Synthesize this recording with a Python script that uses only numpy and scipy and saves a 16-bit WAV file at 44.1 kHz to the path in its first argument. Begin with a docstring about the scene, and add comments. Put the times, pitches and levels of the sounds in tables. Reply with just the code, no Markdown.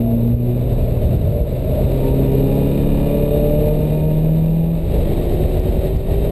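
"""An open sports car pulls hard out of a bend, heard from between the seats. For two seconds the tyres
chirp over road roar and wind slapping the microphone. The four-cylinder engine climbs and booms in the
cockpit, lopes and rasps around 3 s, then briefly howls. At 4.8 s the driver lifts off: the gears sing,
a whine rises and the buffeting returns. Loose trim ticks now and then. A small action camera hears it
all through a fast limiter and a coarse sample clock."""
import sys
import numpy as np
from scipy import signal
from scipy.fft import rfft, irfft, next_fast_len
from scipy.io import wavfile
from scipy.ndimage import uniform_filter1d, map_coordinates

SR = 44100
rng = np.random.default_rng(int(sys.argv[2]) if len(sys.argv) > 2 else 0)


def put_to_file(sound):
    """Save the sound as 16-bit audio at rate SR, in the file named by the first command-line argument."""
    columns = np.atleast_2d(sound).T  # one column per channel
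    safe = np.clip(columns, -1, 1)
    whole_steps = np.round(safe * 32767)
    wavfile.write(sys.argv[1], SR, whole_steps.astype(np.int16))


N = 278271
TIME = np.arange(N) / SR


def engine():
    """One crankshaft drives every layer; lope and rasp each bloom in a narrow band of its speed."""
    # crankshaft speed (time [s], speed [turns/s])
    shaft = [(0, 58), (0.2, 58.1), (0.55, 61.3), (1.1, 61), (1.95, 67), (2.35, 67), (2.83, 70.4),
             (4.1, 77.4), (4.72, 82.7), (5.33, 78), (6.31, 78.2)]
    # eased through the bend, full on the way out, then the lift (time [s], level re full load [dB])
    throttle = [(0, -1.5), (0.53, -1), (0.62, -4.5), (1.05, -6.5), (1.4, -11), (1.85, -5.5), (2.0, -3),
                (2.35, -1), (4.74, 0.5), (4.85, -11.5), (6.31, -12.5)]
    speed, load_db = curve(shaft), curve(throttle)
    turns = np.cumsum(speed) / SR
    bloom = lambda centre_hz, half_width_hz: amp(load_db) / np.hypot(1, (speed - centre_hz) / half_width_hz)
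    body = boom(speed, turns, load_db)
    edge = amp(-25.5) * bloom(70.3, 3) * lope(turns)
    edge += amp(-38) * bloom(71.1, 3.2) * rasp(turns)
    return body + edge + gears(turns)


def boom(speed, turns, load_db, howl_db=6.5):
    """Two firings a turn give the even orders, which swell in the cockpit; the top two jump to a howl."""
    firing = amp(load_db) * cockpit(2 * speed) * tone(2 * turns, flutter_db=0.5, drift=0.08, rate=22)
    overtone = lambda k: cockpit(k * speed) * tone(k * turns, flutter_db=1.46, drift=0.16, rate=26)
    howl = amp(howl_db * (ramp(3.03, 0.13) - ramp(3.7, 0.11)))
    brightness = amp(1.86 * load_db)  # overtones grow faster with load than the firing tone
    return firing + brightness * (overtone(4) + howl * (overtone(6) + overtone(8)))


def cockpit(hz):
    """Gain of the cockpit, which booms as an engine order sweeps through a resonance."""
    # cockpit resonances (frequency [Hz], width [Hz], level [dB])
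    modes = [(121.3, 18.7, -17), (135, 14, -25), (159.6, 18.1, -16), (230.1, 16, -15.5), (271.7, 46, -23),
             (365, 2.9, -28), (401.5, 23, -23), (445.4, 43, -31), (596, 50, -29.3)]
    return sum(amp(db) / (1 + (2 * (hz - centre) / width) ** 2) for centre, width, db in modes)


def lope(turns):
    """Unequal cylinders fill in the orders between the even ones; each stroke differs a little."""
    # low tones of the uneven exhaust (shaft order [cycles/turn], relative level [dB])
    orders = [(2.5, -0.5), (3, 1.5), (3.5, -19.5), (4.5, -26.5), (5, -9), (5.5, -17), (6.5, -9), (7, -12.5),
              (7.5, -11)]
    return sum(amp(db) * tone(k * turns, flutter_db=0.2, drift=0.14, rate=18) for k, db in orders)


def rasp(turns, roughness=0.5):
    """Each firing is a blow and a puff of noise; high orders flare in the engine bay's resonances."""
    # each cylinder's blow, in firing order (strength [gain])
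    cylinders = [0.99, 0.53, 0.6, 0.12]
    # engine-bay resonances (frequency [Hz], width [Hz], relative level [dB])
    modes = [(817, 7.4, 14.5), (923.5, 27, 9), (1157, 30, -4), (1707, 60, -10), (2448, 62, 0),
             (2766, 110, -6), (3655, 39, -1)]
    firings = np.arange(1, int(2 * turns[-1]))
    at = np.interp(firings, 2 * turns, np.arange(N))
    size = np.resize(cylinders, len(at)) * amp(rng.standard_normal(len(at)))
    whole, part = at.astype(int), at % 1  # each blow is shared between two samples
    blows = np.bincount(whole, size * (1 - part), N + 1) + np.bincount(whole + 1, size * part, N + 1)
    puffs = rng.standard_normal(N) * amp(2.9 * np.cos(4 * np.pi * turns))
    pulses = unit(blows[:N]) + roughness * unit(puffs)
    bay = lambda f: sum(amp(db) * 1j * f * w / (c * c - f * f + 1j * f * w) for c, w, db in modes)
    bulkhead = lambda f: 1 / (1 + (f / 4400) ** 8)  # the wall behind the seats stops the highs
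    return unit(filtered(pulses, lambda f: bay(f) * bulkhead(f)))


def gears(turns, lift_s=4.8):
    """Gear teeth sing once the throttle is closed."""
    # meshing tones (shaft order [cycles/turn], level [dB])
    orders = [(24, -59.5), (40, -59), (48, -58)]
    song = sum(amp(db) * tone(k * turns, flutter_db=2.5, drift=0.91, rate=31) for k, db in orders)
    return ramp(lift_s, 0.26) * song


def air():
    """Wind and road noise ride one fader; the same eddies shake the buffet, tyres and hiss."""
    # heard level of wind and road noise, ducking while the engine booms (time [s], relative level [dB])
    fader = [(0, -3), (0.42, -6), (0.7, -1), (0.98, 0), (1.25, -1.5), (1.37, -1.5), (1.55, -2.5),
             (1.75, 1.5), (2.08, 1.5), (2.2, 1), (3.3, -0.5), (4, -2.5), (4.3, -4.5), (4.74, -6.5),
             (4.95, 1), (5.6, 0.5), (5.9, -1), (6.31, -0.5)]
    bed_db, eddies = curve(fader), wobble(28)
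    bass_db = 0.6 * bed_db  # the low layers duck more gently
    return rumble(bass_db) + buffet(bass_db, eddies) + tyres(bed_db, eddies) + hiss(bed_db, eddies)


def rumble(bass_db, rise_db_per_s=0.54):
    """Deep wind rumble with softened peaks, building as the car gathers speed."""
    # deep wind colour (frequency [Hz], relative level [dB])
    spectrum = [(8, -33), (20, -7.5), (28, -0.5), (42, 0.5), (70, -4), (100, -18), (200, -51.5),
                (500, -120)]
    # gusts that swell the rumble (centre time [s], length [s], boost [dB])
    gusts = [(0.79, 0.31, 3.5), (2.93, 0.27, 3.5), (3.55, 0.55, 2), (4.946, 0.3, 2), (6.204, 0.5, 3)]
    gust_db = sum(db * swell(s, length) for s, length, db in gusts)
    deep = signal.hilbert(noise(spectrum))
    softened = unit(deep.real / np.sqrt(1 + 1.2 * np.abs(deep) ** 2))
    return amp(-22.5 + bass_db + rise_db_per_s * TIME + gust_db) * softened


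def buffet(bass_db, eddies, fade_s=0.13):
    """The airflow breaks up in spells and batters the microphone."""
    # buffeting colour (frequency [Hz], relative level [dB])
    spectrum = [(35, -30), (65, 0), (85, 3), (125, 0.5), (185, -7), (260, -17), (500, -59), (1000, -120)]
    # rougher and calmer spells (start [s], end [s], level change [dB])
    spells = [(0.62, 1.853, 6), (0.95, 1.452, 4.5), (2.646, 3.051, -2), (4.823, 6.5, 4)]
    step = lambda s: ramp(s - fade_s / 2, fade_s)
    spell_db = sum(db * (step(start) - step(end)) for start, end, db in spells)
    return amp(-27 + bass_db + spell_db + 0.87 * eddies) * noise(spectrum)


def slaps(width_s=0.0038):
    """Each big eddy is one dip of pressure between two softer rises."""
    # eddies hitting the microphone (time [s], level [dB])
    hits = [(0.351, -3.5), (0.839, -10.5), (1.057, -8.5), (1.172, -3.5), (1.422, -3), (1.855, -4),
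            (2.119, -8.5), (4.994, -5), (5.461, -5), (5.595, -6), (5.692, -4.5), (5.795, -2.5), (5.969, -5)]
    pressure = np.zeros(N)
    for s, db in hits:
        u = (TIME - s) / width_s
        pressure -= amp(db) * (1 - u * u) * np.exp(-u * u / 2)
    return pressure


def tyres(bed_db, eddies, rise_db_per_s=2):
    """The tyres roar on the asphalt; the tread's pitched rush builds as the car gathers speed."""
    # road roar colour (frequency [Hz], relative level [dB])
    road = [(100, -19.5), (200, 1.5), (300, -1), (390, 1.5), (460, 2), (525, -1), (585, 2), (660, -4),
            (720, -12.5), (900, -22.5), (1100, -28), (1500, -33.5), (3000, -70), (6000, -120)]
    # tread rush colour (frequency [Hz], relative level [dB])
    tread = [(400, -41.5), (620, -3), (730, 2.5), (830, -5.5), (1050, -24), (1600, -71)]
    roar = amp(-24 + bed_db + 0.88 * eddies) * noise(road)
    rush = amp(-51 + bed_db + rise_db_per_s * TIME + 1.2 * eddies) * noise(tread)
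    return roar + rush


def chirps():
    """Brief wavering tones: tyre chirps and, first and last, an engine overtone flaring in a resonance."""
    # brief tones (centre time [s], length [s], pitch [Hz], level [dB], phase scatter [rad])
    notes = [(0.084, 0.17, 670, -30.5, 0.62), (1.032, 0.21, 593, -30, 1.1), (1.376, 0.17, 585, -26.5, 0.93),
             (1.41, 0.18, 474, -30, 1), (1.772, 0.314, 595, -24.5, 1.8), (2.066, 0.15, 923, -36.5, 0.46)]
    return sum(amp(db) * swell(s, length) * tone(hz * TIME, flutter_db=0.5, drift=scatter, rate=70)
               for s, length, hz, db, scatter in notes)


def whine(start_s=4.95, start_hz=330.4, rise_hz_per_s=54.5):
    """A single wavering tone rises steadily after the lift."""
    hz = start_hz + rise_hz_per_s * (TIME - start_s)
    return amp(-28) * ramp(start_s, 0.27) * tone(np.cumsum(hz) / SR, flutter_db=2.5, drift=0.55, rate=32)


def hiss(bed_db, eddies, rise_db_per_s=0.47):
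    """Turbulence over the windscreen adds a flickering top end that builds slowly."""
    # airy colour (frequency [Hz], relative level [dB])
    spectrum = [(400, -19.5), (900, 5.5), (1400, -7), (1900, -0.5), (2700, 2), (3250, -4.5), (3750, 3),
                (4300, -5.5), (5000, -12.5), (5900, -18.5)]
    flicker_db = 0.96 * eddies + 1.1 * wobble(170)
    return amp(-46 + bed_db + rise_db_per_s * TIME + flicker_db) * noise(spectrum)


def ticks(t60=0.015):
    """Loose trim taps with a dry, bright click."""
    # trim taps (time [s], level [dB])
    taps = [(1.418, -42.5), (2.5536, -42), (5.5967, -36.5), (5.9702, -37)]
    # click colour (frequency [Hz], relative level [dB])
    spectrum = [(1200, -32), (2500, -5.5), (4200, -0.5), (5400, -1.5), (6000, -15.5)]
    envelope = sum(amp(db - 60 * np.abs(TIME - s) / t60) * (TIME >= s) for s, db in taps)
    return envelope * noise(spectrum)


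def tone(turns, flutter_db, drift, rate):
    """A sine of rms about 1 whose level and phase (drift, in radians) waver in the moving air."""
    level = np.sqrt(2) * amp(flutter_db * wobble(rate))
    return level * np.sin(2 * np.pi * (turns + rng.random()) + drift * wobble(rate))


def noise(spectrum):
    """Noise of rms 1, coloured by rows of (frequency [Hz], level [dB])."""
    f, db = np.transpose(spectrum)
    colour = lambda hz: amp(np.interp(np.log(hz + 1), np.log(f), db))
    return unit(filtered(rng.standard_normal(N), colour))


def filtered(x, response):
    """Shape x with a frequency response."""
    m = next_fast_len(N + SR // 4)
    return irfft(rfft(x, m) * response(np.fft.rfftfreq(m, 1 / SR)), m)[..., :N]


def wobble(rate):
    """A smooth random curve, rate knots a second."""
    return map_coordinates(rng.standard_normal(int(N * rate / SR) + 4), [TIME * rate])


def curve(rows):
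    """An automation line through (time [s], value) points."""
    return np.interp(TIME, *np.transpose(rows))


def ramp(start_s, length_s):
    """A straight rise from 0 to 1."""
    return np.clip((TIME - start_s) / length_s, 0, 1)


def swell(centre_s, length_s):
    """A rounded hump from 0 up to 1 and back."""
    return np.cos(np.pi * np.clip((TIME - centre_s) / length_s, -0.5, 0.5))


def amp(db):
    """Decibels to gain."""
    return 10 ** (np.asarray(db) / 20)


def unit(x):
    """Scale to rms 1."""
    return x / np.sqrt(np.mean(x ** 2) + 1e-20)


def scene():
    """Everything meets at the microphone; the two channels are almost alike."""
    # faint stereo-width noise (frequency [Hz], relative level [dB])
    spread = [(30, -10), (60, -3.5), (215, 0.5), (520, -24.5), (1200, -7.5), (2500, -22.5), (4270, -25.5),
              (6000, -23)]
    mono = engine() + air() + slaps() + chirps() + whine() + ticks()
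    side = amp(-60.5) * noise(spread)
    return np.array([mono + side, mono - side])


def limiter(x, ceiling_db, release_db_per_s, sense_hz):
    """Loud bass pushes pull the gain down within milliseconds; it creeps back at a steady rate."""
    bass = filtered(x.mean(0), lambda hz: 1 / (1 + (hz / sense_hz) ** 2))
    power = np.abs(uniform_filter1d(bass ** 2, size=260))
    over_db = np.maximum(10 * np.log10(power + 1e-12) - ceiling_db, 0)
    recovery = release_db_per_s * TIME
    cut_db = np.maximum.accumulate(over_db + recovery) - recovery
    return x * amp(-uniform_filter1d(cut_db, size=130))


def record(dry, clock_hz=12000, top_hz=15300):
    """The camera limits, samples coarsely and holds each sample, mirroring the sound around its clock."""
    limited = limiter(dry, ceiling_db=-11.5, release_db_per_s=52.5, sense_hz=284)
    fade = np.minimum(1, np.minimum(TIME, TIME[::-1]) / 0.004)
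    coarse = signal.resample_poly(limited * fade, clock_hz, SR, axis=1)
    held = signal.resample_poly(np.repeat(coarse, 4, axis=1), SR, 4 * clock_hz, axis=1)[:, :N]
    return filtered(held, lambda hz: hz < top_hz)


dry = scene()
out = record(dry)
put_to_file(out)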